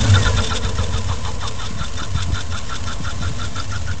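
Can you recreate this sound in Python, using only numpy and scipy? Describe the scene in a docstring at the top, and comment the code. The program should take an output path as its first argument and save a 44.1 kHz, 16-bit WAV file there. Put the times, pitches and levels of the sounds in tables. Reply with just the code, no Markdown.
"""At an open engine bay, microphone close in, as a four-cylinder car engine drops from a rev to idle. Once in
every cycle something rubs: a hoarse squawk with a metallic ring that ends in a rasp. Under it the firing
drones, the valves clatter, the block knocks as it slows, and dull thuds come and go. Accessory whines, hollow
panel tones and a few clinks sit further back."""
import sys
import numpy as np
from scipy import signal
from scipy.fft import rfft, irfft
from scipy.io import wavfile

SR = 44100
rng = np.random.default_rng(int(sys.argv[2]) if len(sys.argv) > 2 else 0)


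def file_out(sig):
    """Save sig as 16-bit WAV at sys.argv[1]."""
    # one column per channel
    cols = np.atleast_2d(sig).T
    # limit, then scale
    lim = np.clip(cols, -1, 1)
    pcm = np.round(lim * 32767).astype(np.int16)
    wavfile.write(sys.argv[1], SR, pcm)


N = 176400
T = np.arange(N) / SR

# One rub per engine cycle. Each row: centre in seconds, squawk in dB, its pitch in Hz, ring in dB.
RUBS = [(0.055, -34, 1470, -26.5), (0.158, -21.5, 1418, -20), (0.268, -24.5, 1410, -21.5),
        (0.391, -24.5, 1380, -22), (0.522, -23, 1370, -26), (0.657, -30, 1309, -28),
        (0.8, -30.5, 1262, -32), (0.952, -35.5, 1282, -34), (1.11, -32, 1089, -34), (1.275, -34, 1060, -36),
        (1.445, -33, 1210, -33), (1.626, -33.5, 1300, -33.5), (1.821, -32, 1358, -35.5),
        (2.008, -30.5, 1352, -34.5), (2.19, -31.5, 1351, -31.5), (2.372, -30.5, 1379, -33.5),
        (2.55, -32, 1362, -34.5), (2.725, -30.5, 1370, -34.5), (2.899, -29.5, 1377, -37),
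        (3.078, -29.5, 1350, -37), (3.251, -31.5, 1365, -32.5), (3.422, -32, 1340, -35.5),
        (3.586, -30.5, 1327, -38), (3.743, -30.5, 1370, -42), (3.897, -33.5, 1427, -44)]


def amp(db):
    """Decibels to gain."""
    return 10 ** (np.asarray(db) / 20)


def unit(x):
    """Scales to rms 1."""
    return x / np.sqrt(np.mean(x ** 2) + 1e-20)


def noise():
    """White noise at rms 1."""
    return rng.standard_normal(N)


def curve(table, column):
    """One column of a table, joined by straight lines in time."""
    rows = np.array(table)
    return np.interp(T, rows[:, 0], rows[:, column])


def colour(x, spectrum):
    """Gives x a spectrum, at rms 1."""
    hz, db = np.transpose(spectrum)
    gain = amp(np.interp(np.log(np.fft.rfftfreq(N, 1 / SR) + 1), np.log(hz), db))
    return unit(irfft(rfft(x) * gain, N))


def wander(rate_hz):
    """Smooth random drift at rms 1."""
    lowpass = np.exp(-(np.fft.rfftfreq(N, 1 / SR) / rate_hz) ** 2)
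    return unit(irfft(rfft(noise()) * lowpass, N))


def resonate(x, hz, width_hz, order=2):
    """A fixed or moving resonance, at rms 1."""
    carrier = np.exp(2j * np.pi * np.cumsum(hz * np.ones(N)) / SR)
    pole = np.exp(-np.pi * width_hz / SR)
    baseband = x / carrier
    for _ in range(order):
        baseband = signal.lfilter([1 - pole], [1, -pole], baseband + 1e-18)
    return unit((baseband * carrier).real)


def grit(rough_db, rate_hz):
    """Friction noise whose strength flutters quickly."""
    return unit(noise() * amp(rough_db * wander(rate_hz)))


def tone(hz, db, waver, flutter_db):
    """A slightly unsteady sine."""
    phase = 2 * np.pi * np.cumsum(hz * (1 + waver * wander(25.03))) / SR
    return np.sqrt(2) * np.sin(phase) * amp(db + flutter_db * wander(20))


def contact(place, half, edge):
    """A rounded plateau reaching half to each side of place 0."""
    return 1 / (1 + np.exp(np.clip((abs(place) - half) / edge, -50, 50)))


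def cycles():
    """Engine cycles elapsed; a whole number at the centre of each rub."""
    centres = np.array(RUBS)[:, 0]
    centres = np.r_[2 * centres[0] - centres[1], centres, 2 * centres[-1] - centres[-2]]
    return np.interp(T, centres, np.arange(len(centres)) - 1)


def beats(turn, pattern_db, scatter_db):
    """Clicks whose pattern of strengths repeats once a cycle."""
    count = len(pattern_db)
    step = np.floor(turn * count).astype(int)
    at = np.flatnonzero(np.diff(step)) + 1
    out = np.zeros(N)
    out[at] = amp(np.array(pattern_db)[step[at] % count] - scatter_db * rng.standard_normal(len(at)))
    return out


def squawk(place, pitch, level_db, bend=1.4, judder=0.097):
    """The rubbing part grips and judders: hoarse noise and a rough tone on one gliding pitch."""
    # Pitch slope through a rub. Each row: time in seconds, share of the pitch per cycle.
    glide = [(0, -.2), (.6, -.2), (1.1, -0.58), (1.45, -.9), (1.8, -.1), (2.3, 0.16), (4, 0.062)]
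    # Length of the grip. Each row: time in seconds, half length in cycles.
    grip = [(0, 0.25), (.55, 0.087), (1.1, 0.16), (1.8, 0.14), (4, 0.18)]
    hz = pitch * (1 + curve(glide, 1) * place + bend * np.minimum(abs(place), .2) ** 2)
    hoarse = resonate(grit(rough_db=0, rate_hz=180), hz, 300, order=3)
    voiced = tone(hz, 0, waver=0.017, flutter_db=0) * unit(amp(2 * wander(200)))
    envelope = amp(level_db) * contact(place - .015, curve(grip, 1), edge=.024)
    shake = 1 + judder * np.cos(2 * np.pi * 10 * (place - .025))
    return (amp(-1.8) * hoarse + amp(-3.5) * voiced) * envelope * shake


def scraping(place, level_db):
    """Friction noise around the squawk: a hollow throat and brief shrill scrapes."""
    # The hollow band. Each row: time in seconds, dB relative to the rub.
    throat = [(0, -8.5), (.55, -9), (.8, -4.5), (1.1, 0), (1.3, 3.5), (1.5, -1), (1.9, -9.5), (4, -21)]
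    # Each row is a scrape: centre and half length in cycles, pitch and width in Hz, relative dB.
    scrapes = [(-0.16, 0.044, 1830, 300, -6), (-.16, 0.032, 6070, 720, -10),
               (-.16, 0.079, 5400, 700, -11.5), (.115, 0.036, 5170, 440, -8.5),
               (.12, 0.081, 6200, 900, -14.5), (0.012, 0.11, 1667, 300, -9.5), (.1, .13, 2900, 1100, -16.5),
               (0.23, 0.036, 6800, 4200, -11)]
    out = resonate(grit(rough_db=1, rate_hz=200), 943, 630, order=3)
    out *= amp(level_db + curve(throat, 1)) * contact(place - .01, 0.16, edge=.05)
    for centre, half, hz, width, db in scrapes:
        band = resonate(grit(rough_db=1.5, rate_hz=350), hz, width)
        out += band * amp(np.minimum(level_db, -24) + db) * contact(place - centre, half, edge=.014)
    return out


def metal_ring(place, level_db, damping=0.17):
    """Friction rings the rubbed metal; towards idle the squawk briefly damps it."""
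    # Modes of the metal. Each row: pitch in Hz, width in Hz, relative level in dB.
    modes = [(3586, 97, -1.5), (3057, 120, -10), (3253, 240, -10), (3950, 240, -7), (2470, 130, -14)]
    drive = grit(rough_db=4.5, rate_hz=380)
    ring = sum(amp(db) * resonate(drive, hz, width) for hz, width, db in modes)
    ring *= 1 - damping * np.clip(T - 1, 0, 1) * contact(place + 0.041, 0.036, edge=0.021)
    centre = np.interp(T, [.5, 1.7], [-.06, .005])
    half = np.interp(T, [.4, 1.7], [.11, .22])
    return ring * amp(level_db) * contact(place - centre, half, edge=0.041)


def rubs(turn):
    """Once a cycle a part rubs: it squawks, scrapes and rings."""
    nearest = np.clip(np.round(turn).astype(int), 0, len(RUBS) - 1)
    place = turn - nearest  # cycles from the rub's centre
    _, level_db, pitch, ring_db = np.array(RUBS)[nearest].T
    return squawk(place, pitch, level_db) + scraping(place, level_db) + metal_ring(place, ring_db - 1)


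def rasps(half_s=0.0058, edge_s=0.0045):
    """Dry gritty bursts, mostly as the rub lets go, that also touch the main ring."""
    # Each row is a burst: centre in seconds, level in dB.
    bursts = [(0.015, -19), (0.105, -22.5), (0.231, -21.5), (0.426, -30), (0.448, -19.5), (0.474, -23),
              (0.555, -21.5), (0.572, -20), (0.695, -25.5), (0.841, -27.5), (0.982, -24), (1.134, -37),
              (1.305, -54), (1.482, -22), (1.665, -28), (1.847, -28), (2.033, -42), (2.228, -24),
              (2.41, -26.5), (2.581, -26), (2.76, -24.5), (2.931, -28), (3.11, -29.5), (3.282, -33),
              (3.452, -29), (3.608, -41), (3.767, -40), (3.93, -39)]
    # Their spectrum. Each row: frequency in Hz, relative dB.
    spectrum = [(600, -10), (1500, 2), (2100, -6), (3000, 2.5), (3700, 1), (4500, -4), (5300, -1),
                (7200, -3), (8500, -10)]
    envelope = sum(amp(db) * contact(T - s, half_s, edge_s) for s, db in bursts)
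    drive = grit(rough_db=-1.5, rate_hz=550)
    return envelope * (amp(-1) * colour(drive, spectrum) + amp(-5.5) * resonate(drive, 3546, 310))


def firing(turn, hum_order=15):
    """Each firing rings the bay's low resonance, with a hum on one engine order and an uneven rumble."""
    # Strength of each of the four cylinders in dB.
    cylinder_db = [-0.77, 1.3, 2.4, -3.8]
    # The low end. Each row: time in seconds, drone in dB, rumble in dB.
    low_end = [(0, -31, -18), (.35, -23, -22.5), (.47, -45, -26), (.7, -35, -26.5), (1.25, -27.5, -26),
               (1.5, -35, -29.5), (2, -33, -31.5), (2.2, -26.5, -26), (2.6, -36, -32), (2.95, -36, -29.5),
               (3.25, -29, -27.5), (3.5, -31, -32), (4, -23.5, -36)]
    # The rumble's spectrum. Each row: frequency in Hz, relative dB.
    spectrum = [(12, -34.5), (24, -18.5), (34, -2.5), (44, -1), (62, -2.5), (100, -0.5), (180, -31),
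                (400, -42.5)]
    throb = resonate(beats(turn + 0.063, cylinder_db, scatter_db=0.5), 89.5, 26)
    flutter = resonate(noise(), 95.5, 45)
    hum = np.sqrt(2) * np.sin(2 * np.pi * hum_order * turn + .5 * wander(9.1)) * np.clip(T - 1, 0, 1)
    drone = amp(-3) * throb + amp(-7) * flutter + amp(-5) * hum
    return drone * amp(curve(low_end, 1)) + colour(noise(), spectrum) * amp(curve(low_end, 2))


def clatter(turn, tick_s=0.018, tick_db=-4):
    """Valve ticks pulse a steady wash, in the dull body of the engine and in its treble."""
    # The wash. Each row: time in seconds, body and hiss in relative dB.
    wash = [(0.0, -30, -31.5), (0.33, -33.5, -33), (0.58, -36.5, -38.5), (0.92, -38.5, -36.5),
            (1.18, -39.5, -39), (2.15, -41, -39), (3.23, -38.5, -39), (3.63, -39.5, -38),
            (4.0, -42.5, -42.5)]
    # Spectra of body and hiss. Each row: frequency in Hz, relative dB.
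    body_spectrum = [(110, 4.5), (160, 5), (215, 3.5), (300, 3.5), (400, 0), (620, -1), (900, -3.5),
                     (1080, -10), (1300, -12), (2000, -10.5), (3000, -30)]
    hiss_spectrum = [(500, -42.5), (1200, 8.5), (2100, 2), (2800, 5.5), (3600, 4), (4500, 2), (5400, 3),
                     (7200, 5), (8400, -9.5)]
    clicks = beats(turn + .03, [1, -3, -1, -7.5, -15.5, -11.5, -2.5, 4.5], scatter_db=0.5)
    ticks = unit(signal.lfilter([1], [1, -np.exp(-1 / (tick_s * SR))], clicks))
    pulsing = np.hypot(1, amp(tick_db) * ticks)
    body = colour(grit(rough_db=1, rate_hz=300) * pulsing, body_spectrum)
    hiss = colour(grit(rough_db=2.5, rate_hz=150) * pulsing, hiss_spectrum)
    return body * amp(curve(wash, 1) + 3) + hiss * amp(curve(wash, 2) + 2)


def knocks(hz=88, sub_hz=46, decay_s=.025):
    """The slowing block shudders and rings low."""
    # Each row is a knock: start in seconds, level in dB.
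    blows = [(0.266, -12.5), (0.357, -9), (0.512, -12.5), (0.649, -11), (.792, -14), (0.942, -12),
             (1.099, -11), (2.155, -45)]
    out = np.zeros(N)
    for start, db in blows:
        age = np.maximum(T - start, 0)
        ring = np.sin(2 * np.pi * hz * age) + amp(-8) * np.sin(2 * np.pi * sub_hz * age)
        out += amp(db) * np.exp(-age / decay_s) * ring
    return out


def thuds(decay_periods=0.45):
    """Soft pushes of air, about one swing long."""
    # Each row is a thud: centre in seconds, level in dB, pitch in Hz.
    pushes = [(0.199, -16.5, 165), (0.231, -22, 202), (0.695, -19, 177), (0.889, -18.5, 151),
              (1.349, -24, 190), (1.711, -16.5, 170), (1.763, -18, 110), (1.798, -32, 164),
              (1.812, -14.5, 140), (2.021, -16, 220), (2.11, -26, 108.8), (2.156, -9, 110),
              (2.285, -14.5, 140), (2.304, -15, 250), (2.332, -8.5, 70), (2.542, -16.5, 74.7),
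              (3.005, -15.5, 200), (3.012, -18.5, 160), (3.157, -42, 100), (3.213, -14.5, 130),
              (3.262, -19, 60), (3.312, -14, 110), (3.861, -19, 90), (3.942, -21, 190)]
    out = np.zeros(N)
    for centre, db, hz in pushes:
        near = abs(T - centre) < .05
        periods = (T[near] - centre) * hz
        out[near] += amp(db) * np.exp(-abs(periods) / decay_periods) * np.cos(2 * np.pi * periods)
    return out


def whines():
    """The rev's exhaust boom and two accessory whines fall and end; faint tones come in at idle."""
    # The boom and the whines. Each row: time in seconds, pitch in Hz, level in dB.
    boom = [(0, 113.4, -18.5), (.05, 109.9, -17.5), (.16, 92.9, -12), (.22, 95.3, -23.5), (.31, 88.4, -26),
            (.45, 79, -54)]
    low_whine = [(.18, 1110, -43), (0.229, 1050, -36.5), (.29, 997, -31), (.34, 993, -39)]
    high_whine = [(0.168, 1925, -36), (.23, 1847, -35), (0.341, 1663, -40), (.48, 1523, -53),
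                  (.65, 1386, -42)]
    # Each row is an idle tone: pitch in Hz, relative level in dB.
    idle_tones = [(446.8, -59.5), (576.0, -65), (672.9, -59)]
    rev = np.zeros(N)
    for track in (boom, low_whine, high_whine):
        sounding = (T >= track[0][0]) & (T < track[-1][0])
        rev += tone(curve(track, 1), curve(track, 2), waver=0.0055, flutter_db=1.5) * sounding
    idle = sum(tone(hz, db + 1.5, waver=0.00502, flutter_db=6.5) for hz, db in idle_tones)
    return rev + idle * np.clip(T - 1, 0, 1)


def hollow(turn, swell_db=4):
    """Hollow panel tones swell after each rub; they and a low hum fade as the engine settles."""
    # The bay's resonances. Each row: time in seconds, panel in dB, hum in dB.
    levels = [(0, -44.5, -31.5), (.25, -34.5, -30.5), (.55, -42, -42.5), (.9, -41, -42), (1.2, -50.5, -42),
              (1.47, -44.5, -46.5), (1.9, -57.5, -49), (4, -64.5, -50)]
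    panel = resonate(noise(), 449.5, 40, order=3) + resonate(noise(), 495, 45)
    panel += amp(-4) * resonate(noise(), 611, 82)
    swell = amp(curve(levels, 1) + swell_db * np.cos(2 * np.pi * (turn - .3)))
    return panel * swell + resonate(noise(), 220.6, 40) * amp(curve(levels, 2))


def fuzzy_whine():
    """An accessory whistles softly throughout, in a narrow band of noise."""
    # The whistle. Each row: time in seconds, pitch in Hz, level in dB.
    track = [(1.3, 1000, -41.5), (1.7, 1057, -43.5), (2.3, 1012, -43.5), (2.8, 1064, -44.5),
             (3.15, 1056, -43), (3.5, 1025, -50.5), (4, 1020, -48.5)]
    return resonate(noise(), curve(track, 1), width_hz=130) * amp(curve(track, 2))


def clinks(decay_s=0.0035):
    """Loose metal ticks, each a brief bright ring."""
    # Each row is a clink: start in seconds, level in dB, pitch in Hz.
    hits = [(1.476, -32, 5370), (1.977, -30, 5650), (2.029, -28, 5714), (3.436, -27.5, 4996),
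            (3.599, -24, 4950), (3.718, -33, 6430), (3.759, -26, 5050)]
    out = np.zeros(N)
    for start, db, hz in hits:
        envelope = amp(db) * (T > start) * np.exp(-abs(T - start) / decay_s)
        out += envelope * resonate(noise(), hz, width_hz=500)
    return out


def bay(x, t60_s=0.057, wet_db=-7):
    """Close metal walls add short, dense reflections."""
    t = T[:4096]
    tail = rng.standard_normal(len(t)) * amp(-60 * t / t60_s) * (t > .002)
    reflections = signal.oaconvolve(x, tail / np.linalg.norm(tail))[:N]
    return (x + amp(wet_db) * reflections) / np.hypot(1, amp(wet_db))


def scene():
    """The engine from one close spot; rubs, firing, valves and panel swell share its cycle."""
    turn = cycles()
    low = firing(turn) + knocks() + bay(thuds(), t60_s=0.15, wet_db=-8)
    machinery = bay(clatter(turn) + clinks()) + hollow(turn) + whines() + fuzzy_whine()
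    return (low + machinery + rubs(turn) + rasps())[None]


def record(dry, cutoff_hz=8560, dc_offset=-.087):
    """The recorder cuts the top treble and adds a constant offset."""
    lowpass = signal.firwin(301, cutoff_hz, window=("kaiser", 9), fs=SR)
    return signal.oaconvolve(dry, lowpass[None], "same") + dc_offset


dry = scene()
out = record(dry)
file_out(out)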